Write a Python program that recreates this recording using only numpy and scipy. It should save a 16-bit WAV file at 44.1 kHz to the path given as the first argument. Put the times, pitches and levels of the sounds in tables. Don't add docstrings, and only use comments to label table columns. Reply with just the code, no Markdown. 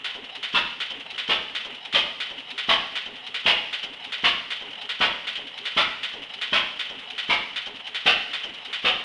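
import sys
import numpy as np
from scipy import signal
from scipy.fft import rfft, irfft
from scipy.io import wavfile
from scipy.ndimage import uniform_filter1d

SR = 44100
rng = np.random.default_rng(int(sys.argv[2]) if len(sys.argv) > 2 else 0)


def master_out(mix):
    frames = np.transpose(np.atleast_2d(mix))
    ceiling = np.clip(frames, -1, 1)
    pcm = np.round(ceiling * 32767).astype(np.int16)
    wavfile.write(sys.argv[1], SR, pcm)


N = 398663
T = np.arange(SR) / SR

# start in seconds, bark level in dB, crack level in dB,
# centre of the lifted bark band in Hz, centre of the lifted crack band in Hz.
FIRINGS = [(0.54, -27, -22, 990, 3640), (1.288, -29.5, -22.5, 1890, 3540), (1.94, -30, -21, 590, 3280),
           (2.685, -24.5, -20, 1130, 3040), (3.455, -27.5, -18.5, 816, 2570),
           (4.235, -27.5, -19.5, 1106, 2980), (5.003, -25.5, -21.5, 1700, 2800),
           (5.765, -25.5, -21, 1368, 2290), (6.524, -27.5, -21, 1420, 2530),
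           (7.291, -28, -21.5, 1060, 2260), (8.057, -25.5, -18, 1700, 2805), (8.843, -28, -21, 1890, 3030)]
# frequency in Hz, gain in dB.
METAL_SPECTRUM = [(60, -80), (400, -22.5), (800, -18.5), (1050, -18), (1400, -12.5), (1900, -6.5),
                  (2500, -5), (3100, -1), (3600, -3), (4200, -12.5), (5500, -25), (7500, -33.5),
                  (11000, -41.5)]
# frequency in Hz, gain in dB.
CHIRP_SPECTRUM = [(300, -30), (1500, -12), (2400, -10.5), (2850, -3.5), (3120, 6), (3450, -10), (4200, -19),
                  (5600, -22), (7500, -38.5), (11000, -43.5)]
CLACK_SHARES = (.351, .855)
CYCLE_S, SHORTEST_CYCLE_S = 0.764, 0.747


def amp(db):
    return 10 ** (np.asarray(db) / 20)


def unit(x):
    return x / np.sqrt(np.sum(x ** 2) + 1e-20)


def read(points, hz):
    f, value = np.transpose(points)
    return np.interp(np.log(hz + 1), np.log(f), value)


def add(mix, start_s, sound):
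    start = round(start_s * SR)
    sound = sound[max(-start, 0):]
    part = mix[max(start, 0):][:len(sound)]
    part += sound[:len(part)]


def at_level(x, db, first_ms):
    rms = np.sqrt(np.mean(x[:first_ms * SR // 1000] ** 2) + 1e-20)
    return amp(db) * x / rms


def through(x, response):
    return signal.fftconvolve(x, response)[:SR]


def colour(points, size=8192):
    hz = abs(np.fft.fftfreq(size, 1 / SR))
    log_gain = np.log(amp(read(points, hz)))
    spectrum = np.exp(np.conj(signal.hilbert(log_gain)))
    return np.fft.ifft(spectrum).real[:size // 2]


def emphasise(x, hz, width_hz, db):
    b, a = signal.iirpeak(hz, hz / width_hz, fs=SR)
    return x + (amp(db) - 1) * signal.lfilter(b, a, x)


def burst(rise_s, fall_s):
    t = T[:SR // 4]
    envelope = (1 - np.exp(-t / rise_s)) * np.exp(-t / fall_s)
    return unit(rng.standard_normal(len(t)) * envelope)


def ring(modes, t60_s):
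    total = 0
    for hz, db in modes:
        total = total + amp(db - 60 * T / t60_s) * np.sin(2 * np.pi * (hz * T + rng.random()))
    return unit(total)


def reflections(per_s, early_s):
    sparse = rng.standard_normal(SR) * (rng.random(SR) < per_s / SR)
    return sparse * np.exp(-(T / early_s) ** 4)


def decay(t60_s):
    return np.exp(-np.log(1000) * T / t60_s)


def shed(direct_db, early_db, early_s):
    # frequency in Hz, t60 in seconds.
    ring_times = [(60, 0.6), (1200, 0.61), (3500, 0.55), (11000, 0.21)]
    hz = np.fft.rfftfreq(SR, 1 / SR)
    noise = rfft(rng.standard_normal(SR))
    band = read([(row[0], k) for k, row in enumerate(ring_times)], hz)
    tail = np.zeros(SR)
    for k, (_, t60_s) in enumerate(ring_times):
        share = np.maximum(1 - abs(band - k), 0)
        tail += irfft(noise * share, SR) * decay(t60_s)
    early = reflections(6000, early_s)
    response = unit(tail * (1 - np.exp(-T / 0.0083))) + amp(early_db) * unit(early)
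    response[0] += amp(direct_db)
    return unit(response)


def scatter(rise_s, early_db, early_s, t60_s):
    near = reflections(8000, early_s)
    far = rng.standard_normal(SR) * decay(t60_s)
    return unit((amp(early_db) * unit(near) + unit(far)) * (1 - np.exp(-T / rise_s)))


def cycles():
    fired = [row[0] for row in FIRINGS]
    edges = [fired[0] - CYCLE_S] + fired + [fired[-1] + CYCLE_S]
    return [(s, max(end - s, SHORTEST_CYCLE_S), end) for s, end in zip(edges, edges[1:])]


def in_each_cycle(delay_s, share=0):
    moments = [(s + length * (share + delay_s / CYCLE_S), end) for s, length, end in cycles()]
    return [s for s, end in moments if s < end]


def in_each_turn(delay_s):
    return [s for share in CLACK_SHARES for s in in_each_cycle(delay_s, share)]


def exhaust():
    # frequency in Hz, relative level in dB.
    pipe_modes = [(662, -4), (780, -6), (855, -5), (964, -3), (1017, -4), (1105, 2), (1179, -1), (1308, -1),
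                  (1545, -3), (1680, -2), (1801, 0), (2138, -3), (2260, -2), (2485, 0), (2659, 0),
                  (2805, -3), (2909, -1), (3055, -2), (3435, -2), (3533, -3)]
    # frequency in Hz, gain in dB.
    thump_spectrum = [(15, -24), (36, 1.5), (55, -8), (80, -5.5), (110, -6), (150, -0.5), (205, 4),
                      (300, 2), (500, -3), (1000, -18), (3000, -76)]
    bark_spectrum = [(60, -32), (200, -25), (450, -7), (650, -0.5), (850, -1.5), (1150, -0.5), (1500, -1),
                     (1900, -9.5), (2600, -29), (6000, -40)]
    crack_spectrum = [(200, -31.5), (1200, -32.5), (1900, -6), (2500, -4), (3000, 0.5), (3450, -3),
                      (4000, -8), (5000, -13.5), (6300, -25.5), (7500, -33), (11000, -37)]
    out, low, high = np.zeros(N), colour(bark_spectrum), colour(crack_spectrum)
    thump = through(colour(thump_spectrum), shed(direct_db=-2.5, early_db=-3, early_s=0.036))
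    pipe = ring(pipe_modes, t60_s=0.39) * (1 - np.exp(-T / 0.0055))
    no_treble = signal.butter(6, 3600, fs=SR, output="sos")
    trim_db = -0.1
    usual_db = np.mean([row[1] for row in FIRINGS])
    for s, bark_db, crack_db, bark_hz, crack_hz in FIRINGS:
        thump_db = -40.5 + 0.5 * (bark_db - usual_db)
        add(out, s, at_level(thump, thump_db, first_ms=100))
        space = shed(direct_db=-8, early_db=2, early_s=0.053) + amp(-12.5) * pipe
        gust = unit(through(burst(rise_s=0.0017, fall_s=0.0079), space))
        roar = scatter(rise_s=0.006, early_db=1, early_s=0.045, t60_s=0.55) + amp(-10.5) * pipe
        bark = emphasise(through(gust + 0.35 * roar, low), bark_hz, width_hz=220, db=4.5)
        add(out, s + 0.002007, at_level(bark, bark_db + trim_db, first_ms=100))
        space = shed(direct_db=-5, early_db=0, early_s=0.056) + amp(-14) * pipe
        rung = unit(through(burst(rise_s=0.00035, fall_s=0.01), space))
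        ringing = signal.sosfilt(no_treble, rung)
        jet = scatter(rise_s=0.003, early_db=3.5, early_s=0.07, t60_s=1.0)
        crack = emphasise(through(jet + 1.8 * ringing, high), crack_hz, width_hz=250, db=4)
        add(out, s + 0.0055, at_level(crack, crack_db + trim_db, first_ms=100))
    return out


def clacks():
    # frequency in Hz, relative level in dB.
    iron_modes = [(1060, -2), (1300, -3), (1480, 2), (1927, -3), (2035, -3), (2487, -3), (3052, 0),
                  (3435, -4), (3704, -6), (4371, -8)]
    mean_db, spread_db = -28.5, 0.37
    out, metal = np.zeros(N), colour(METAL_SPECTRUM)
    iron = ring(iron_modes, t60_s=0.5)
    body = shed(direct_db=-5.5, early_db=3.5, early_s=0.038) + amp(-11.5) * iron
    for s in in_each_turn(0):
        rattle = amp(-3) * scatter(rise_s=0.0018, early_db=2, early_s=0.031, t60_s=0.36)
        level_db = mean_db + spread_db * rng.standard_normal()
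        add(out, s, at_level(through(body + rattle, metal), level_db, first_ms=50))
    return out


def knocks():
    # start in seconds, level in dB.
    hard_knocks = [(1.95, -21), (5.355, -26.5), (8.061, -24)]
    out, metal = np.zeros(N), colour(METAL_SPECTRUM)
    for s, db in hard_knocks:
        knock = amp(4) * scatter(rise_s=0.0016, early_db=3, early_s=0.025, t60_s=0.3)
        add(knock, 0, burst(rise_s=0.00024, fall_s=0.00083))
        knock = emphasise(through(knock, metal), 3130, width_hz=320, db=7)
        add(out, s, at_level(knock, db, first_ms=4))
    return out


def linkage():
    # delay after the clack in seconds at CYCLE_S, mean level in dB.
    taps = [(.056, -41), (0.157, -52.5), (.198, -41.5), (.306, -36)]
    # frequency in Hz, gain in dB.
    tap_spectrum = [(200, -38), (1200, -15), (2000, -8), (2500, -2.5), (3050, 0), (3600, -3), (4300, -13),
                    (5700, -22.5), (7500, -34.5), (11000, -36.5)]
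    chirp_delay_s, chirp_db, chirp_spread_db = 0.097, -35.5, 1.9
    out, joint, rod = np.zeros(N), colour(CHIRP_SPECTRUM), colour(tap_spectrum)
    for s in in_each_turn(chirp_delay_s):
        chirp = through(scatter(rise_s=0.0047, early_db=-3, early_s=0.03, t60_s=0.13), joint)
        level_db = chirp_db + chirp_spread_db * rng.standard_normal()
        add(out, s, at_level(chirp, level_db, first_ms=40))
    for delay_s, db in taps:
        for s in in_each_turn(delay_s):
            tap = through(scatter(rise_s=0.0011, early_db=3, early_s=0.02, t60_s=0.44), rod)
            add(out, s, at_level(tap, db + rng.uniform(-1, 1), first_ms=30))
    return out


def intake():
    # frequency in Hz, gain in dB.
    chuff_spectrum = [(15, -2), (36, 0), (80, -11), (200, 2), (420, 1), (660, 3), (950, 3.5), (1500, -17),
                      (4000, -59)]
    out, low = np.zeros(N), colour(chuff_spectrum)
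    chuff = through(low, shed(direct_db=-5, early_db=-1.5, early_s=0.036))
    for s in in_each_cycle(0.376):
        air = through(low, scatter(rise_s=0.0017, early_db=-3, early_s=0.23, t60_s=0.91))
        add(out, s, at_level(chuff + amp(-6) * air, -49, first_ms=100))
    return out


def hums():
    # delay after the firing in seconds at CYCLE_S,
    # length in seconds, start frequency in Hz, end frequency in Hz, width in Hz,
    # level in dB ahead of random spread, swell and shed.
    tones = [(.209, .074, 290, 268, 60, -56), (.371, 0.034, 520, 640, 40, -48.5),
             (.384, 0.073, 425, 400, 60, -50), (.433, 0.042, 279, 255, 40, -48.5),
             (.507, 0.1248, 707, 767, 54, -52.5), (.51, 0.13, 865, 845, 65, -53),
             (.593, .055, 385, 440, 47, -53), (.592, 0.025, 253, 262, 42, -53.5),
             (.52, .1, 3892, 3830, 200, -50.5), (.514, 0.1, 5150, 5200, 300, -63)]
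    out = np.zeros(N)
    for delay_s, length_s, start_hz, end_hz, width_hz, db in tones:
        t = T[:int(length_s * SR)]
        turns = np.cumsum(np.linspace(start_hz, end_hz, len(t))) / SR
        swell = np.sin(np.pi * t / length_s)
        for s in in_each_cycle(delay_s):
            walk = np.cumsum(rng.standard_normal(SR // 4))[:len(t)]
            drift = walk * np.sqrt(2 * np.pi * width_hz / SR)
            tone = np.sin(2 * np.pi * turns + uniform_filter1d(drift, SR // 1000))
            gain = amp(db + rng.uniform(-3.0, 2.6)) * np.sqrt(2)
            add(out, s, gain * tone * swell)
    return signal.fftconvolve(out, shed(direct_db=14, early_db=5.5, early_s=0.023))[:N]


def loose_parts():
    sizes = amp(4 * np.minimum(rng.exponential(1, N), 3)) * rng.choice([-1, 1], N)
    hits = sizes * (rng.random(N) < 40 / SR)
    body = through(colour(CHIRP_SPECTRUM), shed(direct_db=-11, early_db=12.5, early_s=0.012))
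    return amp(-47) * unit(signal.fftconvolve(hits, body)[:N]) * np.sqrt(N)


def running():
    # frequency in Hz, gain in dB.
    rubbing_spectrum = [(15, -69), (25, -24), (81, -36.5), (254, -9), (327, -42), (433, -8), (480, -12.5),
                        (862, -10), (1170, -10.5), (1630, -11), (2100, -5), (2330, -8.5), (3000, 3.5),
                        (4630, -29), (11000, -43), (14300, -83), (22000, -120)]
    gain = amp(read(rubbing_spectrum, np.fft.rfftfreq(N, 1 / SR)))
    noise = irfft(rfft(rng.standard_normal(N)) * gain, N)
    flutter = unit(uniform_filter1d(rng.standard_normal(N), SR // 60)) * np.sqrt(N)
    level_db = -42 + 2.24 * flutter
    return amp(level_db) * unit(noise) * np.sqrt(N)


def drone():
    return amp(-68.5) * np.sin(2 * np.pi * 125.5 * np.arange(N) / SR)


def scene():
    works = clacks() + knocks() + linkage() + loose_parts() + hums() + running()
    return (exhaust() + intake() + works + drone())[None]


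def record(dry):
    edge_hz = 11150
    low_pass = signal.firwin(301, edge_hz, window=("kaiser", 9), fs=SR)
    return signal.oaconvolve(dry, low_pass[None], "same")


dry = scene()
out = record(dry)
master_out(out)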